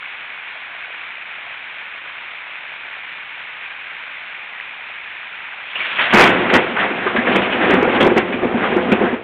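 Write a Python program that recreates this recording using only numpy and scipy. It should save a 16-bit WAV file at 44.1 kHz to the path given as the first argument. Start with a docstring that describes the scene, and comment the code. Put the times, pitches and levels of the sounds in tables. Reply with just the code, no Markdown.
"""At a window between houses: heavy rain beats on the glass and the ledge; at 5.6 s lightning strikes close by.
Each kink of the channel sends a shock: near ones crackle sharply, far ones arrive rounded, as booms.
The thunder tears, bursts, then rolls on ever duller, ringing between the house walls.
A narrow-band mono microphone hears it; the loudest claps overload the recorder."""
import sys
import numpy as np
from scipy import signal
from scipy.fft import rfft, irfft, next_fast_len
from scipy.io import wavfile
from scipy.ndimage import uniform_filter1d

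SR = 44100
rng = np.random.default_rng(int(sys.argv[2]) if len(sys.argv) > 2 else 0)


def master_out(mix):
    """Clip the mix to full scale and print it as 16-bit PCM to the path in sys.argv[1]."""
    frames = np.transpose(np.atleast_2d(mix))
    ceiling = np.clip(frames, -1, 1)
    pcm = np.round(ceiling * 32767).astype(np.int16)
    wavfile.write(sys.argv[1], SR, pcm)


N = 407043
TIME_S = np.arange(N) / SR

# Unbroken rumble under the claps. Each row: time in seconds, crackle and roll levels in dB before trim.
RUMBLE_LEVELS = [(5.6, -22, -50), (5.72, -26.5, -61), (5.9, -24.5, -49.5), (6.1, -16.5, -43),
                 (6.31, -16, -18), (6.5, -20.5, -20), (6.72, -25, -26), (7.0, -23.5, -28.5),
                 (7.7, -20, -20.5), (7.92, -19.5, -21), (8.38, -30.5, -24.5), (8.72, -22.5, -20.5),
                 (8.93, -25, -22), (9.13, -25, -23.5), (9.23, -46, -31.5)]
# Claps: stretches of channel whose shocks arrive as one salvo.
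# Each row: start in seconds, length in seconds, crackle level in dB, roll level in dB.
CLAP_SALVOS = [(5.754, 0.13, -32, -51), (5.975, 0.048, -17.5, -36.5), (6.119, 0.14, -8.5, -12.5),
               (6.52, 0.046, -12.5, -13.5), (6.771, 0.083, -18.5, -32.5), (7.253, 0.14, -21.5, -18),
               (7.598, 0.075, -17.5, -19.5), (7.681, 0.07, -16.5, -15.5), (7.92, 0.049, -19.5, -18),
               (7.993, 0.086, -20.5, -13), (8.153, 0.028, -19.5, -15), (8.41, 0.025, -26.5, -19.5),
               (8.605, 0.08, -23, -36), (8.907, 0.017, -19.5, -18), (9.0, 0.06, -24.5, -21)]
# Sharp cracks from kinks. Each row: start in seconds, peak in dB, ring pitch in Hz, ring gain in dB.
NEAR_CRACKS = [(5.753, -10.5, 2830, 26.5), (5.803, -12, 2300, 22), (5.986, -9, 1860, 10),
               (6.496, -4, 2040, -2), (6.539, -2, 3070, 1), (6.764, -8, 1340, 11), (6.791, -10, 1890, 16),
               (7.063, -10, 1190, 17), (7.16, -6.5, 1740, 7.5), (7.272, -9, 1680, 18),
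               (7.352, -7, 3380, 6.5), (7.418, -10.5, 2960, 7), (7.522, -9, 3030, 4),
               (8.003, -6, 3340, 10.5), (8.173, -7, 1900, -1.5), (8.324, -12.5, 2400, -3),
               (8.57, -12.5, 980, 5), (8.636, -9, 1226, 8), (8.917, -7, 2500, 7)]
# Dull booms from further up the channel. Each row: start in seconds, peak in dB, pitch in Hz.
FAR_BOOMS = [(6.134, -9, 211), (6.543, -11.5, 245), (6.905, -17, 302), (7.06, -13.5, 387),
             (7.146, -13.5, 370), (7.181, -10, 242), (7.353, -12, 363), (7.609, -11.5, 325), (7.7, -9, 276),
             (7.73, -12.5, 188.5), (7.775, -8, 251), (7.823, -6, 423), (7.874, -6, 514), (8.005, -4, 505),
             (8.055, -7, 362), (8.113, -7.5, 375), (8.163, -5.5, 398), (8.338, -14, 254), (8.429, -9, 357),
             (8.541, -8.5, 235.6), (8.723, -9, 382), (8.761, -7, 350), (8.887, -12, 248),
             (8.917, -4.5, 214), (9.008, -6, 400), (9.035, -12, 352), (9.127, -13, 240)]
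# Spectra of near and of far shocks. Each row: frequency in Hz, gain in dB.
CRACKLE_SPECTRUM = [(100, -13.5), (400, -8.5), (720, -0.5), (1050, -3.5), (1500, 0), (2000, -1), (2500, -3),
                    (3200, -8), (3600, -13.5), (4200, -31.5)]
ROLL_SPECTRUM = [(20, -41.5), (45, -22), (100, -13.5), (160, -14), (185, -2), (250, -6.5), (285, -6),
                 (380, -2), (500, -3.5), (590, -9.5), (700, -6.5), (1200, -16.5), (2500, -54)]
# Resonances between the walls. Each row: centre in Hz, width in Hz, gain in dB.
WALL_MODES = [(245.5, 24, 5.5), (357, 17, 0), (512, 39, -4)]
# Rain spectrum at the window. Each row: frequency in Hz, gain in dB.
RAIN_SPECTRUM = [(24, -61), (40, -29), (117, -24), (321, -22), (456, -19), (533, -18), (623, -16.5),
                 (920, -9.5), (1070, -9.5), (1560, -4), (2080, -3), (2300, -1.5), (2530, -4), (3520, -12.5),
                 (4200, -29.5), (5460, -61.5), (9240, -120)]
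# Resonances of the struck window. Each row: centre in Hz, width in Hz, gain in dB.
WINDOW_MODES = [(2234, 51, -7.5), (2500, 200, -7.5)]
# Fat drops on the ledge. Each row: start in seconds, peak in dB, ring pitch in Hz.
LEDGE_DROPS = [(0.028, -22, 1530), (0.06, -21, 2290), (2.154, -24, 2280), (4.535, -22, 2050),
               (4.6, -17, 1920), (4.61, -21, 2580), (5.06, -25, 1700), (5.153, -26, 2180)]
# Top edge of the microphone's band. Each row: frequency in Hz, gain in dB.
MIC_RESPONSE = [(3900, 0.5), (4350, -3), (4550, -20), (4750, -43), (5000, -86.5)]


def thunder(start_s=5.6, rise_s=.24, crackle_trim_db=-1.5, roll_trim_db=-1, trail_db=-11.5):
    """Shocks from the lightning channel: single cracks and booms over near crackle and far roll."""
    crackle_db, roll_db = curves(RUMBLE_LEVELS)
    onset = np.clip((TIME_S - start_s) / rise_s, 0, 1)
    near_gain = onset * undb(crackle_db + crackle_trim_db)
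    far_gain = onset * undb(roll_db + roll_trim_db)
    for at_s, length_s, near_db, far_db in CLAP_SALVOS:
        salvo = envelope(at_s, length_s, attack_s=.023, release_s=.037)
        near_gain = np.hypot(near_gain, undb(near_db) * salvo)  # unrelated shocks add in power
        far_gain = np.hypot(far_gain, undb(far_db) * salvo)
    shocks = np.zeros(N)
    for at_s, peak_db, ring_hz, ring_db in NEAR_CRACKS:
        add(shocks, at_s, undb(peak_db) * crack(ring_hz, ring_db))
    for at_s, peak_db, hz in FAR_BOOMS:
        add(shocks, at_s, undb(peak_db) * boom(hz))
        trail = envelope(at_s, length_s=.016, attack_s=.015, release_s=.026)  # short roll off the walls
        far_gain = np.hypot(far_gain, undb(peak_db + trail_db) * trail)
    return shocks + far_gain * roll() + near_gain * crackle()


def crack(ring_hz, ring_db, width_hz=270):
    """Tight bunch of sharp shocks; evenly spaced kinks favour one pitch. 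Peak 1."""
    shocks = burst(decay_s=.024, rate_per_s=6000)
    out = colour(shocks, CRACKLE_SPECTRUM, [(ring_hz, width_hz, ring_db)])
    return out / np.abs(out).max()


def boom(hz):
    """Far shock, rounded to a few slow swings, roughened by its echoes. Peak 1."""
    echoes = colour(burst(decay_s=.01, rate_per_s=3500), ROLL_SPECTRUM, WALL_MODES)
    out = echoes / np.abs(echoes).max()
    add(out, .002, 1.6 * tap(hz, cycles=1.56, length_s=.08))
    return out / np.abs(out).max()


def burst(decay_s, rate_per_s):
    """Shocks arriving almost together: steep front, slower fall."""
    age = TIME_S[:SR // 5] / decay_s
    return impacts(rate_per_s, spread_db=3, size=len(age)) * (1 - np.exp(-age * 14)) * np.exp(-age)


def crackle(main_channel_s=6.19, handover_s=.23, pivot_hz=1800):
    """Dense sharp shocks: bright side branches first, then the main channel, ever more dulled by air."""
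    branch_db_per_oct, air_db_per_oct_s = 4, .51
    channel_db_per_oct = -.7 - air_db_per_oct_s * (TIME_S - main_channel_s)
    branch_share = np.clip((main_channel_s - TIME_S) / handover_s, 0, 1)
    tilt_db_per_oct = branch_share * branch_db_per_oct + (1 - branch_share) * channel_db_per_oct
    edges_hz = [100, 900, 1450, 2100, 2800, 5000]
    out = np.zeros(N)
    for low_hz, high_hz in zip(edges_hz, edges_hz[1:]):
        bandpass = signal.butter(3, [low_hz, high_hz], "band", fs=SR, output="sos")
        band = signal.sosfilt(bandpass, impacts(rate_per_s=4500, spread_db=2))
        bunching_db = 1.8 * walk(rate_hz=55)  # drawn per band, so the colour keeps shifting
        octaves = np.log2((low_hz + high_hz) / 2 / pivot_hz)
        out += band * undb(tilt_db_per_oct * octaves + bunching_db)
    return unit(colour(out, CRACKLE_SPECTRUM))


def roll():
    """Dense far shocks, rounded, ringing between the walls."""
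    return unit(colour(impacts(rate_per_s=2500, spread_db=2.5), ROLL_SPECTRUM, WALL_MODES))


def rain(base_db=-31, duck_s=7.7, duck_db_per_s=5):
    """Wash of far drops, ticks on glass, plops on the ledge; level turned down under the last thunder."""
    level_db = base_db - duck_db_per_s * np.maximum(TIME_S - duck_s, 0)
    wash = unit(colour(impacts(rate_per_s=5000, spread_db=2), RAIN_SPECTRUM, WINDOW_MODES))
    flurry_db = .5 * walk(rate_hz=16)
    wash *= undb(flurry_db - 1.5)
    ticks = undb(-11.5) * patter(count=1400, low_hz=1462, high_hz=2720, cycles=3, spread_db=2)
    plops = undb(-18) * patter(count=1500, low_hz=640, high_hz=1450, cycles=.9, spread_db=3)
    out = (wash + ticks + plops) * undb(level_db)
    for at_s, peak_db, hz in LEDGE_DROPS:
        add(out, at_s, undb(peak_db) * tap(hz, cycles=1.4))
    return out


def patter(count, low_hz, high_hz, cycles, spread_db):
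    """Near drops heard singly, each with its own pitch, ring and size."""
    out = np.zeros(N)
    for when, pitch, ring, weight in rng.random((count, 4)):
        hz = low_hz * (high_hz / low_hz) ** pitch
        size_db = -spread_db * np.log(max(weight, .02))
        add(out, when * N / SR, undb(size_db) * tap(hz, cycles * (.5 + ring)))
    return unit(out)


def tap(hz, cycles, length_s=.025):
    """Ring that swells to 1 over `cycles` periods, then dies away."""
    age = TIME_S[:int(length_s * SR)] * hz / cycles
    return age * np.exp(1 - age) * np.sin(2 * np.pi * cycles * age)


def impacts(rate_per_s, spread_db, size=N):
    """Impulses of random time, size and sign."""
    lands = rng.random(size) < rate_per_s / SR
    strength = undb(spread_db * np.clip(rng.standard_normal(size), -2, 2))
    return lands * strength * rng.choice([-1, 1], size)


def envelope(start_s, length_s, attack_s, release_s):
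    """Linear attack; exponential release from length_s after the start."""
    age_s = TIME_S - start_s
    return np.clip(age_s / attack_s, 0, 1) * np.exp(-np.maximum(age_s - length_s, 0) / release_s)


def walk(rate_hz):
    """Random steps, smoothed twice; spread near 1."""
    hold = int(SR / rate_hz)
    steps = rng.standard_normal(4096)[np.arange(N) // hold % 4096]
    return 1.3 * uniform_filter1d(uniform_filter1d(steps, hold), hold)


def colour(x, spectrum, modes=()):
    """Filter by a spectrum outline, with resonances added to the direct path."""
    size = next_fast_len(len(x) + 2048)
    hz = np.maximum(np.fft.rfftfreq(size, 1 / SR), 1)
    points_hz, points_db = np.transpose(spectrum)
    outline = undb(np.interp(np.log(hz), np.log(points_hz), points_db))
    ring = 1 + sum(undb(gain_db) / (1 + 1j * (hz ** 2 - centre_hz ** 2) / (hz * width_hz))
                   for centre_hz, width_hz, gain_db in modes)
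    return irfft(rfft(x, size) * ring * outline, size)[:len(x)]


def curves(table):
    """Columns of a time table, interpolated per sample."""
    times_s, *columns = np.transpose(table)
    return [np.interp(TIME_S, times_s, column) for column in columns]


def add(out, at_s, x):
    """Mix x in at at_s."""
    start = max(int(at_s * SR), 0)
    out[start:start + len(x)] += x[:N - start]


def undb(db):
    """Decibels to gain."""
    return 10 ** (np.asarray(db) / 20)


def unit(x):
    """Scale to rms 1."""
    return x / np.sqrt(np.mean(x ** 2) + 1e-18)


def scene():
    """Rain throughout, thunder over it; mono."""
    return (rain() + thunder())[None]


def record(dry, clip_level=.72, top_hz=15800):
    """Microphone cuts the upper treble; peaks then clip flat and spit above its band."""
    heard = np.array([colour(channel, MIC_RESPONSE) for channel in dry])
    clipped = np.clip(heard, -clip_level, clip_level)
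    lowpass = signal.ellip(8, .1, 80, top_hz, fs=SR, output="sos")
    return signal.sosfilt(lowpass, clipped)


dry = scene()
out = record(dry)
master_out(out)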